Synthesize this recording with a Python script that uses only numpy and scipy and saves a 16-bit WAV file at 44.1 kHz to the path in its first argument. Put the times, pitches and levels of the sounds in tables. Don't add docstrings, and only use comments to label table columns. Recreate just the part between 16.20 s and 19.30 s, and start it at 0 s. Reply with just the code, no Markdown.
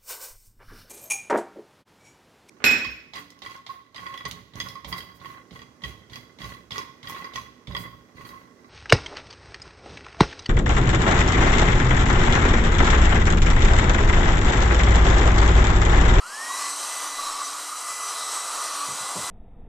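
import sys
import numpy as np
from scipy import signal
from scipy.fft import rfft, irfft, next_fast_len
from scipy.io import wavfile
from scipy.ndimage import map_coordinates

SR = 44100
rng = np.random.default_rng(int(sys.argv[2]) if len(sys.argv) > 2 else 0)


def generate_wav(signal):
    frames = np.transpose(np.atleast_2d(signal))
    scaled = np.clip(frames, -1, 1) * 32767
    pcm = np.round(scaled).astype(np.int16)
    wavfile.write(sys.argv[1], SR, pcm)


N = 136710


def amp(db):
    return 10 ** (np.asarray(db) / 20)


def unit(x):
    return x / np.sqrt(np.mean(x ** 2) + 1e-20)


def curves(rows):
    seconds, *columns = np.transpose(rows)
    return [np.interp(np.arange(N) / SR, seconds, column) for column in columns]


def wobble(rate):
    return map_coordinates(rng.standard_normal(1024), [np.arange(N) * rate / SR], mode="mirror")


def filtered(x, response):
    size = next_fast_len(N + SR // 2)
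    return irfft(rfft(x, size) * response(np.fft.rfftfreq(size, 1 / SR)), size)[:N]


def noise(spectrum):
    corner_hz, corner_db = np.transpose(spectrum)

    def colour(hz):
        db = np.interp(np.log(hz + 1), np.log(corner_hz), corner_db, left=-120, right=-120)
        return amp(db)

    return unit(filtered(rng.standard_normal(N), colour))


def resonance(hz, width):
    def two_resonators(f):
        return (1j * f * width / (hz * hz - f * f + 1j * f * width)) ** 2

    return unit(filtered(rng.standard_normal(N), two_resonators))


# time in seconds, speed in turns per second.
SHAFT_SPEED = [(0.0, 165.3), (0.05, 199.1), (0.1, 225.6), (0.15, 243.3), (0.2, 257.9), (0.26, 269.0),
               (0.34, 279.3), (0.42, 283.6), (0.5, 286.3), (0.62, 286.4), (0.8, 286.3), (1.02, 285.3),
               (1.3, 286.0), (1.55, 286.9), (1.75, 286.6), (2.1, 286.1), (2.6, 286.6), (3.1, 286.7)]
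# time in seconds, level in dB.
BLADE_WHINE = [(0, -50), (.12, -46), (.2, -37), (.27, -38.5), (.35, -37.5), (.385, -42.5), (.42, -40.5),
               (.455, -35), (.51, -49), (.65, -58), (.71, -42.5), (.87, -47.5), (.98, -43), (1.05, -59),
               (1.18, -58), (1.23, -46), (1.31, -65), (1.47, -49), (1.53, -69), (1.61, -52), (1.69, -42.5),
               (1.83, -44.5), (1.91, -55), (1.98, -45.5), (2.24, -47), (2.37, -60), (2.43, -46),
               (2.5, -47.5), (2.64, -64), (2.69, -43), (2.77, -52.5), (2.84, -46), (2.9, -45),
               (2.96, -53.5), (3.08, -43)]
# time in seconds, level in dB of shaft orders 1 and 4,
# then in dB of the blade overtones, orders 14, 21, 28 and 35.
SHAFT_AND_OVERTONES = [(0.0, -90, -90, -64, -74, -72, -74), (0.12, -68, -80, -70, -60, -64, -70),
                       (0.25, -62, -46, -57, -48, -59, -53), (0.35, -60, -49, -44, -47, -57, -48),
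                       (0.46, -55.5, -44, -44.5, -41, -38, -47), (0.6, -59, -52, -46, -44, -47, -48),
                       (0.75, -68, -60, -52, -43.5, -37.5, -54), (0.88, -56, -45, -50, -41, -59, -54),
                       (1.0, -59, -37, -40, -47, -57, -54), (1.13, -59, -44, -48, -61, -44, -50),
                       (1.25, -60.5, -40.5, -66, -42, -39, -50), (1.42, -60, -52, -46.5, -46, -59, -66),
                       (1.58, -67, -60, -50, -51, -42.5, -72), (1.72, -69, -47, -51.5, -52, -43, -49),
                       (1.9, -76, -40, -50, -36, -55, -46), (2.02, -65, -52, -41.5, -48, -41, -54),
                       (2.18, -68, -51, -53, -44.5, -40.5, -54),
                       (2.35, -65.5, -58, -48.5, -43.5, -40.5, -51),
                       (2.5, -61.5, -42.5, -46, -43, -47.5, -51), (2.65, -55, -36, -50, -46, -39, -60),
                       (2.8, -60, -57, -48, -44, -53, -60), (2.95, -60, -40.5, -48, -51, -48, -56),
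                       (3.08, -58, -46, -46, -42.5, -50, -49)]
SWELLING_ORDERS = (7, 1, 4, 14, 21, 28, 35)
WEAK_ORDERS = (5, 8, 30, 42)
WEAK_LEVELS = [-52, -65, -53, -61]
SPEED_JITTER = 0.00043
WEAK_TONE_POWER = 17
SMEAR_RAD, SMEAR_PER_ORDER, SMEAR_RATE = 0.069, 0.016, 26
SCATTER, SCATTER_PER_ORDER, SCATTER_RATE = 0.13, 0.029, 48
SPIN_UP_SCATTER = 3.9


def fan():
    speed, = curves(SHAFT_SPEED)
    jittered_speed = speed * (1 + SPEED_JITTER * wobble(12))
    shaft_angle = 2 * np.pi * np.cumsum(jittered_speed) / SR
    speed_share = speed / speed.max()
    effort_db = WEAK_TONE_POWER * 20 * np.log10(speed_share)
    levels = curves(BLADE_WHINE) + curves(SHAFT_AND_OVERTONES) + [db + effort_db for db in WEAK_LEVELS]
    scatter = SCATTER + SPIN_UP_SCATTER * (1 - speed_share)
    out = np.zeros(N)
    for order, db in zip(SWELLING_ORDERS + WEAK_ORDERS, levels):
        smear = (SMEAR_RAD + SMEAR_PER_ORDER * order) * wobble(SMEAR_RATE)
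        phase = order * shaft_angle + smear
        turbulence = (wobble(SCATTER_RATE) + 1j * wobble(SCATTER_RATE)) / np.sqrt(2)
        flutter = 1 + (scatter + SCATTER_PER_ORDER * order) * turbulence
        out += amp(db) * unit(np.real(flutter * np.exp(1j * phase)))
    return out


PATCH_HZ, PATCH_S = 150.6, 0.1727


def turning(x, depth_db):
    hz, t, bins = signal.stft(x, SR, nperseg=1024)
    grid = np.meshgrid(hz / PATCH_HZ, t / PATCH_S, indexing="ij")
    field = map_coordinates(rng.standard_normal((256, 64)), grid, mode="mirror")
    patches = unit(amp(depth_db * field))
    return signal.istft(bins * patches, SR, nperseg=1024)[1][:N]


# time in seconds, share cancelled at the middle of the hollow (0 to 1).
HOLLOW_SHARE = [(0, .9), (.3, 0.66), (.8, .2), (1.3, 0.26), (1.8, 0.71), (2, 0.074), (3.1, .05)]
HOLLOW_HZ, HOLLOW_WIDTH_HZ = 3620, 340


def hollowed(x):
    share, = curves(HOLLOW_SHARE)
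    band = filtered(x, lambda hz: np.exp(-((hz - HOLLOW_HZ) / HOLLOW_WIDTH_HZ) ** 2))
    return x - np.clip(share, 0, 1) * band


# time in seconds, level in dB of the low rush,
# of the middle, of the hiss and of the top hiss.
AIR_LEVELS = [(0, -55, -54.5, -59, -53.5), (.08, -51, -49.5, -48.5, -43.5), (.18, -47.5, -46.5, -43, -40),
              (.28, -44, -43, -41, -36.5), (.44, -45, -41, -35.5, -34.5), (.6, -45, -45, -42, -36),
              (.76, -44.5, -43.5, -40, -35), (.9, -44.5, -45, -40, -36.5), (1.12, -45, -46, -38.5, -37.5),
              (1.24, -46, -47, -39.5, -38.5), (1.43, -48, -47, -43.5, -37.5),
              (1.58, -48.5, -47, -41.5, -37), (1.72, -48, -45, -42.5, -36), (1.85, -45.5, -44, -41, -36),
              (2.02, -43.5, -47, -37.5, -36), (2.2, -42, -44, -38.5, -34.5),
              (2.38, -43, -45.5, -39.5, -36.5), (2.52, -44, -44.5, -38.5, -35.5),
              (2.63, -44.5, -45, -40.5, -36), (2.76, -43.5, -45, -40.5, -35),
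              (2.86, -43.5, -45.5, -41, -37), (2.97, -42, -46, -39.5, -34.5),
              (3.09, -42.5, -44, -41, -36.5)]
# frequency in Hz, relative level in dB per Hz.
RUSH_COLOUR = [(100, -79), (170, -27), (240, -18), (330, -12), (450, -9), (600, -4), (850, -0.5),
               (1020, 4.5), (1250, -1), (1450, -3), (2000, -36), (3000, -72)]
# frequency in Hz, relative level in dB per Hz.
MIDDLE_COLOUR = [(1000, -46), (1450, 1.5), (1650, 0), (1780, 2), (1930, 4), (2200, -2.5), (2500, 1.5),
                 (2850, 0), (3120, 2), (3600, 1.5), (3950, -6), (4600, -16), (6000, -50)]
# frequency in Hz, relative level in dB per Hz.
HISS_COLOUR = [(3000, -36), (3650, -7), (3950, -1), (4400, -5), (4800, -5.5), (5200, -2), (5800, -3.5),
               (6400, -21.5), (8000, -34)]
# frequency in Hz, relative level in dB per Hz.
TOP_COLOUR = [(5000, -38), (5900, -2.5), (6500, -2), (7500, -1), (8300, 1), (9400, -2.5), (10200, -8),
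              (11300, -12), (12100, -12.5), (12700, -15), (13400, -20.5), (14000, -29)]
RUSH_TRIM_DB, MIDDLE_TRIM_DB = 4.5, 2.1
SWIRL_DB, SWIRL_RATE = 0.74, 20
MIDDLE_PATCH_DB, HISS_PATCH_DB = 1.5, 2.36


def air():
    rush_db, middle_db, hiss_db, top_db = curves(AIR_LEVELS)
    swirl_db = SWIRL_DB * wobble(SWIRL_RATE)
    rush = amp(rush_db + RUSH_TRIM_DB + swirl_db) * noise(RUSH_COLOUR)
    middle = amp(middle_db + MIDDLE_TRIM_DB + swirl_db) * noise(MIDDLE_COLOUR)
    hiss = amp(hiss_db + swirl_db) * noise(HISS_COLOUR)
    top = amp(top_db + swirl_db) * noise(TOP_COLOUR)
    shifting = turning(middle, MIDDLE_PATCH_DB) + turning(hiss + top, HISS_PATCH_DB)
    return rush + hollowed(shifting)


# time in seconds, pitch in Hz.
BARREL_PITCH = [(0, 1187), (.3, 1100), (.65, 1179), (1.02, 1152), (1.45, 1225), (1.9, 1198), (2.3, 1208),
                (2.62, 1191), (2.93, 1148), (3.1, 1201)]
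# time in seconds, level in dB.
BARREL_SURGES = [(0, -47.5), (.17, -42), (.33, -36), (.49, -37.5), (.55, -43), (.8, -38), (.93, -40.5),
                 (.98, -35.5), (1.06, -39.5), (1.1, -32.5), (1.17, -41), (1.215, -31.5), (1.25, -40.5),
                 (1.38, -40), (1.46, -44.5), (1.53, -36.5), (1.6, -42), (1.7, -37.5), (1.75, -38),
                 (2.1, -37.5), (2.3, -35.5), (2.58, -38.5), (2.615, -30.5), (2.67, -38), (2.75, -45),
                 (2.86, -37.5), (2.95, -43.5), (3.1, -52)]
BARREL_WIDTH_HZ = 184
BARREL_TRIM_DB, BARREL_SWIRL_DB = 0.5, 0.6


def barrel():
    hz, = curves(BARREL_PITCH)
    db, = curves(BARREL_SURGES)
    steady_hoot = resonance(hz.mean(), BARREL_WIDTH_HZ)
    position = np.cumsum(hz / hz.mean())
    hoot = map_coordinates(steady_hoot, [position], mode="mirror")
    swirl = amp(BARREL_SWIRL_DB * wobble(60))
    return amp(db + BARREL_TRIM_DB) * unit(hoot * swirl)


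# frequency in Hz, width of each resonator in Hz, level in dB.
SHELL_MODES = [(3075, 520, -61), (4670, 120, -55), (5520, 340, -62.5), (8750, 690, -61)]


def housing():
    return sum(amp(db) * resonance(hz, width) for hz, width, db in SHELL_MODES)


# frequency in Hz, relative level in dB per Hz.
RUMBLE_COLOUR = [(10, 23.5), (30, -9), (60, -25), (110, -23), (250, -28), (500, -34)]


def room_rumble():
    return amp(-68) * noise(RUMBLE_COLOUR)


# start in seconds, level in dB that scales the whole knock, pitch in Hz.
KNOCK_TIMES = [(1.949, -66, 130), (2.349, -64, 130), (2.673, -36.5, 188), (2.707, -42, 152),
               (2.805, -43.5, 201), (2.953, -29.5, 178), (2.98, -41, 125), (3.02, -42, 145)]
# multiple of its pitch, mean level in dB, time to fall 60 dB in seconds.
RING_MODES = [(.68, -4.5, 0.13), (1, -1.5, 0.11), (1.3, -17, .06)]
# frequency in Hz, relative level in dB per Hz.
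SCUFF_COLOUR = [(40, -50), (80, -12), (150, -25), (300, -11), (700, -5), (1200, -35), (3000, -40)]
# frequency in Hz, relative level in dB per Hz.
BOOM_COLOUR = [(50, -26), (90, -5), (200, 6), (320, -19), (600, -40)]
KNOCK_ATTACK_S, RING_SPREAD_DB = 0.0055, 3.7
SCUFF_DB, SCUFF_T60_S = -4, 0.23
BOOM_DB, BOOM_T60_S = -6.5, 0.2
KNOCK_LOW_CUT_HZ = 68


def handling():
    out = np.zeros(N)
    for start, db, hz in KNOCK_TIMES:
        t = np.maximum(np.arange(N) / SR - start, 0)
        ring = np.zeros(N)
        for ratio, mode_db, t60 in RING_MODES:
            decay = amp(mode_db + rng.normal(0, RING_SPREAD_DB) - 60 * t / t60)
            ring += decay * np.sin(2 * np.pi * hz * ratio * t)
        scuff = amp(SCUFF_DB - 60 * t / SCUFF_T60_S) * noise(SCUFF_COLOUR)
        boom = amp(BOOM_DB - 60 * t / BOOM_T60_S) * noise(BOOM_COLOUR)
        attack = 1 - np.exp(-t / KNOCK_ATTACK_S)
        out += amp(db) * attack * (ring + scuff + boom)
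    low_cut = signal.butter(6, KNOCK_LOW_CUT_HZ, "highpass", fs=SR, output="sos")
    return signal.sosfilt(low_cut, out)


def scene():
    mono = fan() + air() + barrel() + housing() + room_rumble() + handling()
    return np.tile(mono, (2, 1))


BAND_LIMIT_HZ = 13850


def record(dry):
    return np.array([filtered(channel, lambda hz: hz < BAND_LIMIT_HZ) for channel in dry])


dry = scene()
out = record(dry)
generate_wav(out)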